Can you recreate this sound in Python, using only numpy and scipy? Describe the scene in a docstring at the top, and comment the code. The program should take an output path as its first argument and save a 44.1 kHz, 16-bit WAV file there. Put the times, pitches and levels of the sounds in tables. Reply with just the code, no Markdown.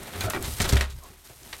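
"""A large lizard scrabbles off a branch, tumbles onto wood chips and settles, heard close up on one
microphone in an indoor enclosure. Its scales rasp, its belly and tail rub, claws tick and feet knock
on the branch. Chips crunch under each limb, and the body's landing makes the floor boom.
Close walls add a short ring; behind it all lies room tone, a faint hum and hiss."""
import sys
import numpy as np
from scipy import signal
from scipy.fft import rfft, irfft
from scipy.io import wavfile

SR = 44100
rng = np.random.default_rng(int(sys.argv[2]) if len(sys.argv) > 2 else 0)


def file_out(sig):
    """Save sig as 16-bit WAV at sys.argv[1]."""
    # one column per channel
    cols = np.atleast_2d(sig).T
    # limit, then scale
    lim = np.clip(cols, -1, 1)
    pcm = np.round(lim * 32767).astype(np.int16)
    wavfile.write(sys.argv[1], SR, pcm)


N = 70560
T = np.arange(N) / SR
TOP_HZ = 15950

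# midrange spectrum of scraped and cracking wood: frequency_hz, gain_db
WOOD_MID_TONE = [(400, -25), (800, -5.5), (1200, -0.5), (1600, -1.5), (2200, -1.5), (2900, -5), (4000, -6),
                 (8000, -41)]


def scales():
    """Scales catch and slip on bark and chips in an uneven stream of grains."""
    # course of the rasp: time_s, low_db, mid_db, treble_db
    rasp_levels = [(0, -46, -48.5, -51), (.12, -44.5, -45.5, -47), (.165, -37.5, -46, -41),
                   (.19, -39.5, -43.5, -44.5), (.25, -40.5, -40.5, -40.5), (.29, -37.5, -47.5, -55.5),
                   (.32, -63, -45.5, -41.5), (.36, -43, -41.5, -45), (.395, -49.5, -57, -49.5),
                   (.44, -39.5, -42, -42.5), (.51, -49.5, -50.5, -41), (.585, -52, -48.5, -42),
                   (.62, -44.5, -38, -53), (.66, -33.5, -34.5, -52), (.683, -40, -40.5, -37.5),
                   (.738, -41.5, -39, -46.5), (.80, -42, -43, -45), (.83, -48.5, -45, -61),
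                   (.88, -53, -52.5, -62), (.95, -62, -63, -58), (1.06, -59, -56.5, -55.5),
                   (1.19, -67, -63, -59.5), (1.26, -62, -57.5, -52), (1.34, -71, -60, -53),
                   (1.44, -55.5, -57.5, -53.5), (1.6, -57, -54, -48)]
    # spectra of its lows and treble: frequency_hz, gain_db
    low_tone = [(90, -16), (170, 0), (250, 3), (400, -1.5), (650, -3), (900, -5), (1500, -31.5),
                (3000, -75)]
    treble_tone = [(1500, -37), (2800, -3), (3900, -1.5), (5000, 0), (7000, -1), (9500, 1.5), (10500, -3.5),
                   (12000, 1.5), (16000, -11.5)]
    slips = amp(2.0 * wander(per_s=80))
    rasp = np.zeros(N)
    for column, (tone, trim_db) in enumerate([(low_tone, 0), (WOOD_MID_TONE, .5), (treble_tone, .5)], 1):
        friction = colour(grains(per_s=2600, spread_db=-1), tone)
        rasp += amp(trim_db) * curve(rasp_levels, column) * friction
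    return slips * rasp


def rubs():
    """Belly and tail stick and slip on wood, and the branch judders low; each stroke is one wavering tone that
    swells and fades."""
    # strokes: start_s, length_s, level_db, pitch_hz; the two low ones are the branch juddering
    strokes = [(0.14, 0.087, -39, 92), (0.2106, 0.08, -38.5, 92), (0.19, 0.15, -43, 1372),
               (0.26, 0.042, -35, 650), (0.999, 0.1, -56.5, 1110)]
    pitch_wobble, flutter_db = .1, 3.5
    out = np.zeros(N)
    for start, length, db, hz in strokes:
        wobbles_per_s = hz / 4
        phase = 2 * np.pi * np.cumsum(hz * (1 + pitch_wobble * wander(wobbles_per_s))) / SR
        swell = 2 * np.sin(np.pi * np.clip((T - start) / length, 0, 1))
        out += amp(db + flutter_db * wander(wobbles_per_s)) * swell * np.sin(phase)
    return out


def chips():
    """Chips crushed by limbs, belly and tail give dying bursts of thuds, cracks and splinters."""
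    # contacts: start_s, thud_db, crack_db, splinter_db, attack_s, decay_s
    crunches = [(.13, -56, -34, -54, 0.015, 0.037), (0.209, -56, -32.5, -33.5, 0.00045, 0.015),
                (0.236, -34.5, -40, -42, 0.0017, 0.032), (0.302, -31.5, -30.5, -32.5, 0.00079, 0.0075),
                (0.3338, -36, -42, -46, .0003, 0.023), (0.435, -41, -32.5, -30.5, 0.011, 0.029),
                (0.6014, -28.5, -26, -25, 0.00017, 0.018), (0.6167, -54, -42, -31, 0.00016, 0.016),
                (0.639, -53, -33.5, -34, 0.0035, 0.025), (0.6895, -25.5, -31, -22.5, 0.0016, 0.012),
                (0.7197, -24.5, -23, -23, 0.0081, 0.012), (0.732, -37, -30, -37, 0.00078, 0.0067),
                (0.755, -24.5, -54, -32, 0.00034, 0.0074), (0.769, -36.5, -25.5, -34.5, 0.00023, 0.016),
                (0.807, -35.5, -28.5, -32.5, 0.00093, 0.023), (0.897, -76, -45, -41, 0.0046, 0.019),
                (1.024, -48, -78, -51, 0.011, 0.041), (1.292, -41, -45.5, -62, 0.011, 0.02),
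                (1.5279, -45.5, -37, -39.5, 0.00019, 0.019)]
    # spectra of thuds and splinters: frequency_hz, gain_db
    thud_tone = [(100, -18.5), (200, -8), (380, 2), (650, 0.5), (900, -5), (1500, -36), (3000, -62)]
    splinter_tone = [(1500, -40), (2800, -2), (3900, 6.5), (5000, 4.5), (6500, 3.5), (9500, 1),
                     (10500, -5.5), (12000, -2.5), (16000, -14)]
    crunch = np.zeros(N)
    for k, tone in enumerate([thud_tone, WOOD_MID_TONE, splinter_tone]):
        pressure = sum(at(amp(levels_db[k]) * np.exp(-T / decay) * (1 - np.exp(-T / attack)), start)
                       for start, *levels_db, attack, decay in crunches)
        crunch += pressure * colour(grains(per_s=3500, spread_db=.5), tone)
    quick_catches = unit(amp(1.5 * wander(per_s=400)))
    return crunch * quick_catches


def landings():
    """Limbs land with a dull, quickly damped pat, and single dry chips crack under the weight."""
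    # soft limbs on the bedding: start_s, level_db, pitch_hz, decay_s
    slaps = [(0.6037, -15, 205, 0.0032), (0.6138, -25, 250, 0.0071), (0.733, -16, 271, 0.0034),
             (1.303, -41.5, 129, 0.0097)]
    # chips breaking: start_s, level_db, brightness_hz
    breaks = [(0.6056, -17, 4000), (0.7678, -15, 2000), (0.8105, -12, 4470), (1.5308, -28, 3000)]
    # modes of a chip: pitch_hz, level_db, t60_s
    chip_modes = [(1410, -26, 0.029), (1894, -4, 0.027), (2276, -1.5, 0.02), (2600, -9, .02),
                  (2966, -7, 0.0057), (4140, -10, .009)]
    pats = sum(amp(db) * at(np.sin(2 * np.pi * hz * T) * np.exp(-T / decay), start)
               for start, db, hz, decay in slaps)
    cracks = sum(amp(db) * at(ring(chip_modes, hz, scatter_db=4.5), start) for start, db, hz in breaks)
    return pats + cracks


def claws():
    """Claws pluck twigs, which ping; claws and splinters snap in short bursts of noise."""
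    # plucks: start_s, level_db, brightness_hz
    plucks = [(.209, -31.5, 9000)]
    # modes of the twigs: pitch_hz, level_db, t60_s
    twig_modes = [(2410, 0, 0.13), (3490, -0.5, 0.11), (4050, 11, 0.023), (6660, 4.5, 0.058)]
    # snaps: start_s, level_db, pitch_hz, decay_s
    ticks = [(0.0326, -35.5, 8800, 0.0027), (0.207, -24.5, 9700, .0015), (0.2996, -23, 8800, 0.0034),
             (.3352, -24.5, 1360, 0.0022), (0.4255, -26.5, 9350, 0.0022), (.6018, -20, 5460, .001),
             (.618, -21.5, 6900, 0.0013), (0.6594, -26, 8060, 0.00072), (.7265, -19.5, 6840, 0.00086),
             (.769, -20.5, 8100, 0.00048), (0.8101, -18, 5800, 0.001), (1.036, -40.5, 9050, .003),
             (1.273, -43.5, 4100, 0.003), (1.432, -40, 5800, 0.0022), (1.531, -28.5, 3540, 0.0018),
             (1.566, -37, 8300, .0013)]
    out = sum(amp(db) * at(ring(twig_modes, hz), start) for start, db, hz in plucks)
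    for start, db, hz, decay in ticks:
        edges_hz = [hz / 1.5, min(hz * 1.5, TOP_HZ)]
        snap = unit(band(rng.standard_normal(N), edges_hz, "bandpass")) * np.exp(-T / decay)
        out += amp(db) * at(snap, start)
    return out


def branch():
    """Feet strike the branch, which rings after a gritty attack."""
    # footfalls: start_s, level_db, brightness_hz
    knocks = [(0.3352, -28, 2380), (0.3475, -25, 2460), (.353, -23.5, 1650), (.363, -28, 2100),
              (.372, -23.5, 855), (0.395, -23.5, 326), (1.102, -39, 400)]
    # modes of the branch: pitch_hz, level_db, t60_s
    branch_modes = [(277.2, -10.5, 0.34), (367.6, -3, 0.21), (610, -9, 0.032), (610, -17, 0.04),
                    (786, 0.5, 0.018), (1166, -5, 0.1), (1260, 5.5, 0.015), (1400, -5, 0.049),
                    (1806, -2, 0.076), (2010, -13, 0.065), (2366, -1.5, 0.14)]
    grit_db, grit_decay_s = -6, .0084
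    out = np.zeros(N)
    for start, db, hz in knocks:
        wood = ring(branch_modes, hz, scatter_db=4.5, detune=.03)
        grit = unit(band(rng.standard_normal(N), hz, "lowpass")) * np.exp(-T / grit_decay_s)
        out += amp(db) * at(wood / 2 + amp(grit_db) * grit, start)
    return out


def enclosure():
    """The floor booms under the soft body, its pitch sagging as the load eases; the struggle shakes it."""
    # the body's impacts: start_s, level_db, brightness_hz
    thumps = [(0.479, -23.5, 82), (0.7278, -10, 208)]
    # modes of the floor: pitch_hz, level_db, t60_s
    floor_modes = [(34, -16, 1), (66.8, 0.5, 0.45), (103.2, 1, 0.15), (118, -17, 0.049), (176, -3.5, .08),
                   (244.7, -5.5, 0.13)]
    # low shudder of branch and enclosure: time_s, level_db
    shudder_levels = [(0, -44.5), (.13, -57), (.18, -48), (.25, -34.5), (.3, -42), (.45, -37), (.58, -41),
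                      (.62, -26.5), (.72, -34.5), (.85, -48), (.99, -40), (1.01, -63), (1.3, -64.5),
                      (1.5, -51), (1.6, -56.5)]
    # its spectrum: frequency_hz, gain_db
    shudder_tone = [(20, -14), (35, -7.5), (55, -2.5), (95, -7), (135, -8), (190, -26), (400, -52.5)]
    rise_s, relax_s, pitch_excess = .0014, .023, .061
    push = 1 - np.exp(-T / rise_s)
    lead_s = pitch_excess * relax_s * (1 - np.exp(-T / relax_s))  # the modes start sharp and settle
    booms = sum(amp(db) * at(push * ring(floor_modes, hz, lead_s=lead_s), start)
                for start, db, hz in thumps)
    shudder = curve(shudder_levels) * colour(rng.standard_normal(N), shudder_tone)
    return band(booms, 41, "highpass") + shudder


def walls(direct):
    """Dense reflections off close walls reach the microphone just after the source; treble dies first."""
    echo_db, delay_s, low_t60_s, treble_t60_s = -11.5, .003, .16, .061
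    noise = rng.standard_normal(N)
    tail = band(noise, 2360, "lowpass") * amp(-60 * T / low_t60_s)
    tail += band(noise, 1800, "highpass") * amp(-60 * T / treble_t60_s)
    response = at(tail / np.linalg.norm(tail), delay_s)
    return direct + amp(echo_db) * signal.fftconvolve(direct, response)[:N]


def room_tone():
    """Faint rumble and hiss of the room, with a steady low hum."""
    # spectrum of the room noise: frequency_hz, gain_db
    air_tone = [(20, 15), (45, 25), (72, 40), (110, -26), (300, -11), (1000, 6.5), (3000, -28), (10000, 2),
                (16000, -9)]
    air_db, hum_db, hum_hz = -58, -64.5, 70
    air = colour(rng.standard_normal(N), air_tone)
    hum = unit(np.sin(2 * np.pi * hum_hz * T))
    return amp(air_db) * air + amp(hum_db) * hum


def ring(modes, brightness_hz, scatter_db=0, lead_s=0, detune=0):
    """Struck modes decay; a softer contact weakens the upper ones, and level and tuning can scatter."""
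    chance = rng.standard_normal((len(modes), 2))
    out = np.zeros(N)
    for (hz, db, t60), (level_draw, pitch_draw) in zip(modes, chance):
        envelope = amp(db + scatter_db * level_draw - 60 * T / t60)
        phase = 2 * np.pi * hz * (1 + detune * pitch_draw) * (T + lead_s)
        out += envelope * np.sin(phase) / (1 + (hz / brightness_hz) ** 2)
    return out


def grains(per_s, spread_db):
    """Tiny clicks at random times, slightly uneven in size."""
    size = amp(spread_db * np.minimum(rng.exponential(size=N), 4))
    return (rng.random(N) < per_s / SR) * size * rng.choice([-1, 1], N)


def wander(per_s):
    """Smooth random drift with a spread near 1."""
    return np.interp(T * per_s, np.arange(N), rng.standard_normal(N))


def colour(x, tone):
    """Causal filter through (frequency_hz, gain_db) points; the result has an rms of 1."""
    hz, db = np.array(tone).T
    bins_hz = np.maximum(np.fft.rfftfreq(2 * N, 1 / SR), 1)
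    gain = amp(np.interp(np.log(bins_hz), np.log(hz), db))
    cepstrum = irfft(np.log(gain))
    cepstrum[1:N] *= 2  # fold onto positive time for minimum phase
    cepstrum[N + 1:] = 0
    return unit(irfft(rfft(x, 2 * N) * np.exp(rfft(cepstrum)))[:N])


def band(x, hz, kind):
    """Butterworth filter."""
    return signal.sosfilt(signal.butter(2, hz, kind, fs=SR, output="sos"), x)


def curve(rows, column=1):
    """Gain over time from a column of dB values."""
    rows = np.array(rows)
    return amp(np.interp(T, rows[:, 0], rows[:, column]))


def at(x, start_s):
    """Delay a sound to its start time."""
    return np.concatenate([np.zeros(int(start_s * SR)), x])[:N]


def amp(db):
    """Decibels to gain."""
    return 10 ** (np.asarray(db) / 20)


def unit(x):
    """Scale to an rms of 1."""
    return x / np.sqrt(np.mean(x ** 2))


def scene():
    """At the microphone: the lizard's contacts ring between the walls, over floor boom and room tone."""
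    contacts = scales() + rubs() + chips() + landings() + claws() + branch()
    return (walls(contacts) + enclosure() + room_tone())[None]


def record(dry):
    """The recorder cuts the top steeply."""
    return signal.sosfilt(signal.ellip(10, .2, 80, TOP_HZ, fs=SR, output="sos"), dry)


dry = scene()
out = record(dry)
file_out(out)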